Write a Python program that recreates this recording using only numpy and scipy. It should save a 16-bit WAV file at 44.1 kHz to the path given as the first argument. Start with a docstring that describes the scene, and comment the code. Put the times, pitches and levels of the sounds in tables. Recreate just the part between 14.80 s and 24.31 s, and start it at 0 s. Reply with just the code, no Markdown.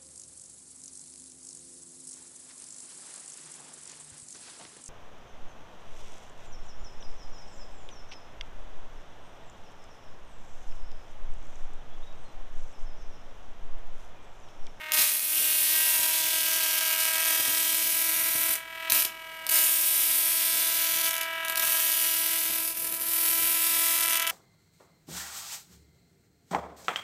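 """A small spark coil buzzes in a room, fired by a rotary gap with eight studs; its motor slowly gains speed, with small sags.
Corona alone comes first: soft pushes in a repeating pattern of eight, a pitched buzz, motor hum and room tone.
A snap at 0.12 s leads in the arc: sharp, sizzling cracks over a low sputter, with hot flares heard as pops.
The arc lets go at 3.7, 4.2, 6.3 and 9.4 s and catches again at 4.1, 4.7 and 6.8 s, with snaps around most of these.
All strikes but the last begin with a surge; the wider the gap, the louder the buzz. Mono, on two equal channels."""
import sys
import numpy as np
from scipy import signal
from scipy.fft import rfft, irfft, next_fast_len
from scipy.io import wavfile
from scipy.ndimage import uniform_filter1d

SR = 44100
rng = np.random.default_rng(int(sys.argv[2]) if len(sys.argv) > 2 else 0)


def generate_wav(sig):
    """Save sig (samples, or channels by samples) to the path in sys.argv[1] as 16-bit PCM at SR."""
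    pcm = np.round(np.clip(np.atleast_2d(sig).T, -1, 1) * 32767).astype(np.int16)
    wavfile.write(sys.argv[1], SR, pcm)


N = 419391

# firing rate: [time_s, firings_per_s]
RATE = [(0, 310.6), (0.3, 311.9), (1.2, 318.5), (1.8, 321.3), (2.4, 322.8), (3.3, 326.1), (3.6, 327.0),
        (3.9, 326.4), (4.2, 325.2), (4.7, 323.1), (5.5, 326.3), (6.2, 328.1), (6.8, 326.3), (7.9, 328.8),
        (8.3, 330.7), (9.1, 331.7), (9.5, 331.2)]
# rotor studs, each set slightly off: [late_s, relative_strength_db]
STUDS = [(.00005, -4), (-.00005, -2.5), (0, -1.2), (.00002, 3), (-.00001, 1.4), (-.00007, 2.5),
         (-.00003, 0.7), (.00009, -3.5)]
# burning arc: [time_s, crack_db, sizzle_db, fundamental_db, unsteadiness_db]
ARC = [(0.13, -33, -27.5, -59, -1), (0.42, -41.5, -32, -63, 2.5), (0.58, -35, -28, -55.5, -7),
       (1.05, -33.5, -27.5, -56.5, -2), (1.4, -34, -31, -54, 2), (2.4, -34.5, -32.5, -57.5, 0),
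       (2.52, -34, -30.5, -51, 1.5), (3.7, -38.5, -30, -51, 1), (4.7, -37.5, -29, -57.5, -1),
       (5.3, -36.5, -27.5, -54, -4.5), (6.25, -34.5, -32, -53, 0.5), (6.9, -35.5, -29, -55.5, 4),
       (7.4, -36.5, -30, -52, -1), (7.7, -38.5, -32.5, -48.5, 1.5), (8.08, -46, -35.5, -53, 7.5),
       (8.4, -39, -29, -47, 2), (9.1, -35, -28.5, -49.5, -4), (9.39, -35.5, -31.5, -52, 2)]
# buzz, louder as the gap widens: [time_s, harmonics_2_to_4_db, harmonic_5_db, harmonics_from_6_db]
BUZZ = [(0, -52, -49, -46), (0.12, -47, -43.5, -42.5), (0.42, -56, -55, -52), (0.62, -51.5, -46, -53),
        (0.94, -51, -45, -47.5), (0.97, -49, -38, -45.5), (1.4, -46, -43, -44.5), (1.9, -45, -38, -42),
        (2.4, -42.5, -36.5, -40), (3.0, -48.5, -43.5, -45.5), (3.7, -46, -42.5, -42),
        (3.85, -52, -47, -49.5), (4.08, -43.5, -42, -41.5), (4.33, -51, -50, -50), (4.72, -47.5, -43, -47),
        (5.0, -50, -45, -48), (6.15, -45.5, -43.5, -43.5), (6.45, -42, -38.5, -41.5),
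        (6.8, -42, -34.5, -41), (7.15, -47, -41.5, -46), (7.75, -48.5, -47, -47.5), (7.95, -52, -53, -53.5),
        (8.28, -49.5, -51, -50), (8.38, -46, -47.5, -46), (8.8, -44.5, -46, -42.5),
        (9.48, -39.5, -40.5, -39)]
# corona alone, relative to the buzz: crack_db, sizzle_db, fundamental_db
CORONA_DB = [-17.5, -9, -17]
# spectrum of a crack: [freq_hz, level_db]
CRACK = [(150, -23), (650, -12.5), (1500, -8), (2500, 1.5), (3300, 2), (4300, -1), (6200, 0), (7200, -1.5),
         (9000, -5), (14000, -42)]
# spectrum of a sizzle: [freq_hz, level_db]
SIZZLE = [(1500, -38.5), (6000, -25), (7400, -10.5), (8500, -4.5), (9700, -1), (11200, -1), (12800, 1.5),
          (14300, 0.5), (15400, -5.5), (17000, -54)]
USUAL_DB = -46  # buzz at a middling gap


def amp(db):
    """Gain of a level in dB."""
    return 10 ** (np.asarray(db) / 20)


def unit(x):
    """x at rms 1."""
    return x / np.sqrt(np.mean(x ** 2) + 1e-20)


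def along(points, hz):
    """(Hz, value) points, interpolated on a log frequency axis."""
    point_hz, values = np.transpose(points)
    return np.interp(np.log(hz + 1), np.log(point_hz + 1), values)


def curves(rows, t):
    """Each column after the time, interpolated at times t."""
    time_s, *columns = np.transpose(rows)
    return [np.interp(t, time_s, column) for column in columns]


def filtered(x, response):
    """x times a zero-phase response of frequency."""
    size = next_fast_len(N + SR // 2)
    gain = response(np.fft.rfftfreq(size, 1 / SR))
    return irfft(rfft(x, size) * gain, size)[:N]


def coloured(x, spectrum, size=4096):
    """x through a minimum-phase filter of energy 1 with this spectrum."""
    level_db = along(spectrum, np.fft.rfftfreq(size, 1 / SR))
    cepstrum = irfft(np.log(amp(level_db)))
    # folding the cepstrum makes the filter causal
    cepstrum[1:size // 2] *= 2
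    cepstrum[size // 2 + 1:] = 0
    ring = irfft(np.exp(rfft(cepstrum)))
    return signal.fftconvolve(x, ring / np.linalg.norm(ring))[:N]


def pulses(times, sizes):
    """Impulses placed between the samples by a windowed sinc."""
    at = np.ravel(times)[:, None] * SR
    taps = np.floor(at) + np.arange(-7, 9)
    shape = np.sinc(taps - at) * np.sinc((taps - at) / 8)
    index = np.clip(taps, 0, N).astype(int)
    weights = np.ravel(sizes)[:, None] * shape
    return np.bincount(index.ravel(), weights.ravel(), N + 1)[:N]


def firings(turns):
    """Per passing stud: time on the even beat, lateness and strength (dB)."""
    n = np.arange(1, int(turns[-1]))
    late, db = np.array(STUDS)[n % len(STUDS)].T
    beat = np.interp(n, turns, np.arange(N) / SR)
    return beat, late, db


def forks(times, sizes, spread_s, share, count=3):
    """A crooked spark: its side branches are heard just after the main channel."""
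    late = spread_s * rng.exponential(size=(len(times), count))
    branch_sizes = share * sizes[:, None] * rng.standard_normal(late.shape)
    return pulses(times, sizes) + pulses(times[:, None] + late, branch_sizes)


def burning(t, strike_s=0.013, break_s=.04, surge_peak_s=0.056):
    """Arc state (0 corona alone, 1 full arc) and the surge after each strike (dB)."""
    # spells of arc held on the metal: [strike_s, break_s, surge_db]
    burns = [(0.13, 3.745, 5.5), (4.116, 4.23, 4.5), (4.703, 6.3, 5.5), (6.81, 9.385, 0)]
    struck = surge_db = 0
    for start, stop, peak_db in burns:
        ramp = np.minimum((t - start) / strike_s, (stop - t) / break_s)
        held = np.clip(ramp + .5, 0, 1)
        age = np.maximum(t - start, 0) / surge_peak_s
        struck = struck + held
        surge_db = surge_db + peak_db * held * age * np.exp(1 - age)
    return struck, surge_db


def arc_levels(t, sizzle_surge=0.6):
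    """Crack, sizzle and fundamental of the arc (dB); surges lift and falters dip all three."""
    # brief falters: [time_s, half_length_s (to 1/e of the depth), depth_db]
    falters = [(0.16, 0.01, 8), (2.303, 0.013, 5), (7.94, .02, 8), (8.184, 0.016, 8), (8.248, .015, 5.5)]
    surge_db = burning(t)[1]
    dip_db = sum(db * np.exp(-((t - s) / length) ** 2) for s, length, db in falters)
    shares = (1, sizzle_surge, 1)  # of the surge; the unsteadiness column is left out
    return [db + share * surge_db - dip_db for db, share in zip(curves(ARC, t), shares)]


def fundamental(t):
    """Lowest harmonic (dB): blends from corona level to arc level as the arc strikes."""
    struck = burning(t)[0]
    corona_db = curves(BUZZ, t)[0] + CORONA_DB[-1]
    return struck * arc_levels(t)[-1] + (1 - struck) * corona_db


def unsteady(t):
    """How restlessly the arc dances: around 1 when struck, 0 for corona alone."""
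    return burning(t)[0] * amp(curves(ARC, t)[-1])


def discharge(turns, scatter_db=0.95, calm_db=.5, jitter_s=.000012, miss_share=.45, miss_from_db=-14.5,
              miss_range_db=7, miss_per_surge_db=-0.05, push_db=-43, push_grows=1.17, clean_hz=2450):
    """Corona repeats the studs' uneven pattern with little random change; arc cracks scatter on new paths."""
    # spectrum of a corona push: [freq_hz, level_db]
    push_spectrum = [(100, -46), (400, -15), (800, -11.5), (1500, 0), (2300, 0), (3000, -1), (3700, -9),
                     (4600, -18), (8000, -29.5)]
    beat, late, stud_db = firings(turns)
    struck, surge_db = burning(beat)
    low_db, _, high_db = curves(BUZZ, beat) + surge_db
    crack_db, sizzle_db, _ = arc_levels(beat)
    restless = unsteady(beat)
    chance = rng.standard_normal((3, len(beat)))
    times = beat + late + jitter_s * (1 + restless) * chance[0]

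    # stud and random unevenness, weighted apart for corona and arc
    stud_weight = 1.3 * (1 - struck) + 0.43 * restless
    random_db = (calm_db * (1 - struck) + scatter_db * restless) * chance[1]
    strength = amp(stud_db * stud_weight + random_db)

    # across a wide gap corona gains on the arc and some firings fail to jump
    wide = np.clip((low_db - sizzle_db - miss_from_db) / miss_range_db, 0, 1)
    miss = np.clip(miss_share * wide + miss_per_surge_db * surge_db, 0, .8)
    jumps = (rng.random(len(beat)) < struck * (1 - miss)) / np.sqrt(1 - miss)  # keeps the mean power

    height = np.sqrt(SR / curves(RATE, beat)[0])  # of the pulses in a train of rms 1
    push = height * amp(push_db + push_grows * (high_db - USUAL_DB))
    crack = height * (jumps * amp(crack_db) + amp(low_db + CORONA_DB[0]))
    sizzle = height * (jumps * amp(sizzle_db) + amp(low_db + CORONA_DB[1]))
    sizzle_strength = strength * amp(0.22 * struck * chance[2])

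    cracks = forks(times, crack * strength, spread_s=0.000393, share=0.21, count=6)
    sizzles = forks(times + .00005, sizzle * sizzle_strength, spread_s=0.0002174, share=0.19, count=5)
    sound = coloured(pulses(times, push * strength), push_spectrum)
    sound += coloured(cracks, CRACK)
    sound += coloured(sizzles, SIZZLE)
    # below clean_hz the even part merges into the buzz; only the unevenness rattles
    even = coloured(pulses(beat, push), push_spectrum) + coloured(pulses(beat, crack), CRACK)
    return sound - np.mean(strength) * filtered(even, lambda hz: 1 / (1 + (hz / clean_hz) ** 20))


def buzz(turns, lag_turns=0.041, flicker_db=1.23):
    """Pitched core: harmonics locked to the firings, flickering as much as the arc is unsteady."""
    # overtones: [harmonic, db_over_group at a middling gap, db_per_db_of_group]
    harmonics = [(2, -1, 1.1), (3, 0.5, 0.92), (4, 1, 1.28), (5, 0.5, 1), (6, -0.5, 1.16), (7, 2, 0.92)]
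    # room standing waves, crossed as the motor gains speed: [freq_hz, half_width_hz (to 1/e), gain_db]
    standing = [(630, 4.4, 2.5), (663, 1.3, -4.5), (944, 4.7, -4), (957, 4.7, 5.5), (961, 3.2, -4),
                (1276, 9, -6), (1900, 25, 9), (1924, 12.5, -7.5), (2202, 13, 4), (2240, 9, -11)]
    t, beat = np.arange(N) / SR, firings(turns)[0]
    surge_db = burning(beat)[1]
    low, fifth, high = curves(BUZZ, beat) + surge_db
    swing = unit(uniform_filter1d(rng.standard_normal(len(beat)), size=5))  # a channel lasts a few firings
    flicker = flicker_db * unsteady(beat) * swing
    groups = (low, low, low, fifth, high, high)
    overtones = [USUAL_DB + db + grows * (group - USUAL_DB)
                 for (_, db, grows), group in zip(harmonics, groups)]
    rate, core = curves(RATE, beat)[0], 0
    for k, db in enumerate([fundamental(beat)] + overtones, 1):
        standing_db = sum(gain_db * np.exp(-((k * rate - hz) / width) ** 2)
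                          for hz, width, gain_db in standing)
        level = np.interp(t, beat, amp(db + standing_db + flicker))
        core = core - level * np.sin(2 * np.pi * k * (turns - lag_turns))
    return core


def motor(turns):
    """The rotor's imbalance hums at the shaft speed and a few multiples."""
    # hum: [multiple_of_shaft_speed, rms_db]
    hum = [(1, -70.5), (3, -78), (4, -79)]
    shaft = turns / len(STUDS)
    return sum(amp(db) * unit(np.sin(2 * np.pi * round(k) * shaft)) for k, db in hum)


def room_tone(rms_db=-56.5):
    """Steady coloured noise of the room's air."""
    # spectrum: [freq_hz, relative_db]
    air = [(20, -20), (70, 2.5), (1000, 5), (12000, -8.5)]
    return amp(rms_db) * unit(coloured(rng.standard_normal(N), air))


def sputter(turns, level_db=7.0, unsteady_db=8.0, scatter_db=6, surge_db=3.0, flare_db=16):
    """Each firing heats the air differently: a low sputter that follows the fundamental, plus flares."""
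    # hot flares, heard as low pops: [time_s, level_db before flare_db]
    flares = [(0.182, -39), (0.198, -42), (0.6, -41), (0.9, -44), (1.19, -40), (2.596, -38), (2.679, -39),
              (3.553, -35), (3.7, -39), (4.122, -32), (4.252, -43), (5.755, -41), (6.16, -42), (7.7, -37),
              (8.499, -40), (8.621, -38), (8.973, -40), (9.274, -41)]
    # spectrum of a puff: [freq_hz, level_db]
    thump = [(25, -40), (80, -0.5), (170, 0), (300, 2), (700, 3), (1300, -19), (3000, -32)]
    beat = firings(turns)[0]
    single, slow = rng.standard_normal((2, len(beat)))
    surge = unit(uniform_filter1d(slow, size=10))  # a hot channel lasts several firings
    heat = amp(np.minimum(scatter_db * single + surge_db * surge, 16))
    puff_db = fundamental(beat) + level_db + unsteady_db * (unsteady(beat) - 1)
    puffs = pulses(beat, amp(puff_db) * (heat - heat.mean()))
    times, db = np.transpose(flares)
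    return coloured(puffs + pulses(times, amp(db + flare_db)), thump)


def snaps(crack_db=-1.5, sizzle_db=1):
    """Hard sparks across a gap that is nearly too wide, for one firing or a few in a row."""
    # lone sparks as the arc catches or lets go: [start_s, relative_db, firings_in_a_row]
    lone_sparks = [(0.1205, -2.5, 1), (3.755, -9, 1), (3.76, -14, 1), (4.099, -5.5, 3), (4.1211, -1, 1),
                   (4.2497, -5.5, 2), (4.6668, -8, 1), (4.691, -9.5, 3), (6.308, -16, 2), (6.332, -10, 1),
                   (6.3411, -9, 1), (6.354, -11, 1), (6.366, -10, 1), (6.381, -11, 1), (6.4114, -10, 2),
                   (6.4327, -13, 1), (6.6497, -11, 1), (6.6834, -12, 1), (6.6985, -7.5, 1),
                   (6.7229, -12, 1), (6.7574, -7.5, 1), (6.7722, -7.5, 3), (6.7964, -5, 2), (9.401, -10, 1),
                   (9.4195, -9.5, 3), (9.468, -8.5, 1), (9.4735, -8.5, 2), (9.498, -9.5, 2)]
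    hits = []
    for start, level, run in lone_sparks:
        for k in range(round(run)):
            hits.append((start + k / curves(RATE, start)[0], level))
    times, db = np.transpose(hits)
    sparks = forks(times, amp(db), spread_s=0.000256, share=0.37)
    return amp(crack_db) * coloured(sparks, CRACK) + amp(sizzle_db) * coloured(sparks, SIZZLE)


def room(x, count=32):
    """Adds decaying noise tails, crossfaded one to the next as the arc wanders."""
    # room's answer: [freq_hz, t60_s, level_db]
    room_bands = [(200, 0.28, 4), (2370, 0.25, -3.5), (5200, 0.2, -2.5), (13000, 0.17, -2.5)]
    out, hop = np.pad(x, (0, SR)), N // (count - 1) + 1
    band_hz, band_t60, band_db = np.transpose(room_bands)
    for centre in hop * np.arange(count):
        hz, t, z = signal.stft(rng.standard_normal(SR // 3), SR, nperseg=256)
        t60 = along(np.c_[band_hz, band_t60], hz)[:, None]
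        db = along(np.c_[band_hz, band_db], hz)[:, None]
        # the root evens out the energy of long and short tails
        fade = amp(db - 60 * t / t60) * np.sqrt(2 * np.log(1000) / (t60 * SR))
        tail = signal.istft(z * fade, SR, nperseg=256)[1]
        at = np.arange(max(centre - hop, 0), min(centre + hop, N))
        window = np.cos(np.pi / 2 * (at - centre) / hop)
        answer = signal.fftconvolve(x[at] * window, tail)
        out[at[0]:at[0] + len(answer)] += answer
    return out[:N]


def scene():
    """Coil, room and motor, summed to one signal on two channels."""
    turns = np.cumsum(curves(RATE, np.arange(N) / SR)[0]) / SR  # studs passed so far
    sparks = discharge(turns) + sputter(turns) + snaps()
    mono = room(sparks) + buzz(turns) + motor(turns) + room_tone()
    return np.array([mono, mono])


def record(dry, top_hz=15550):
    """Cuts everything from top_hz up."""
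    return np.array([filtered(channel, lambda hz: hz < top_hz) for channel in dry])


dry = scene()
out = record(dry)
generate_wav(out)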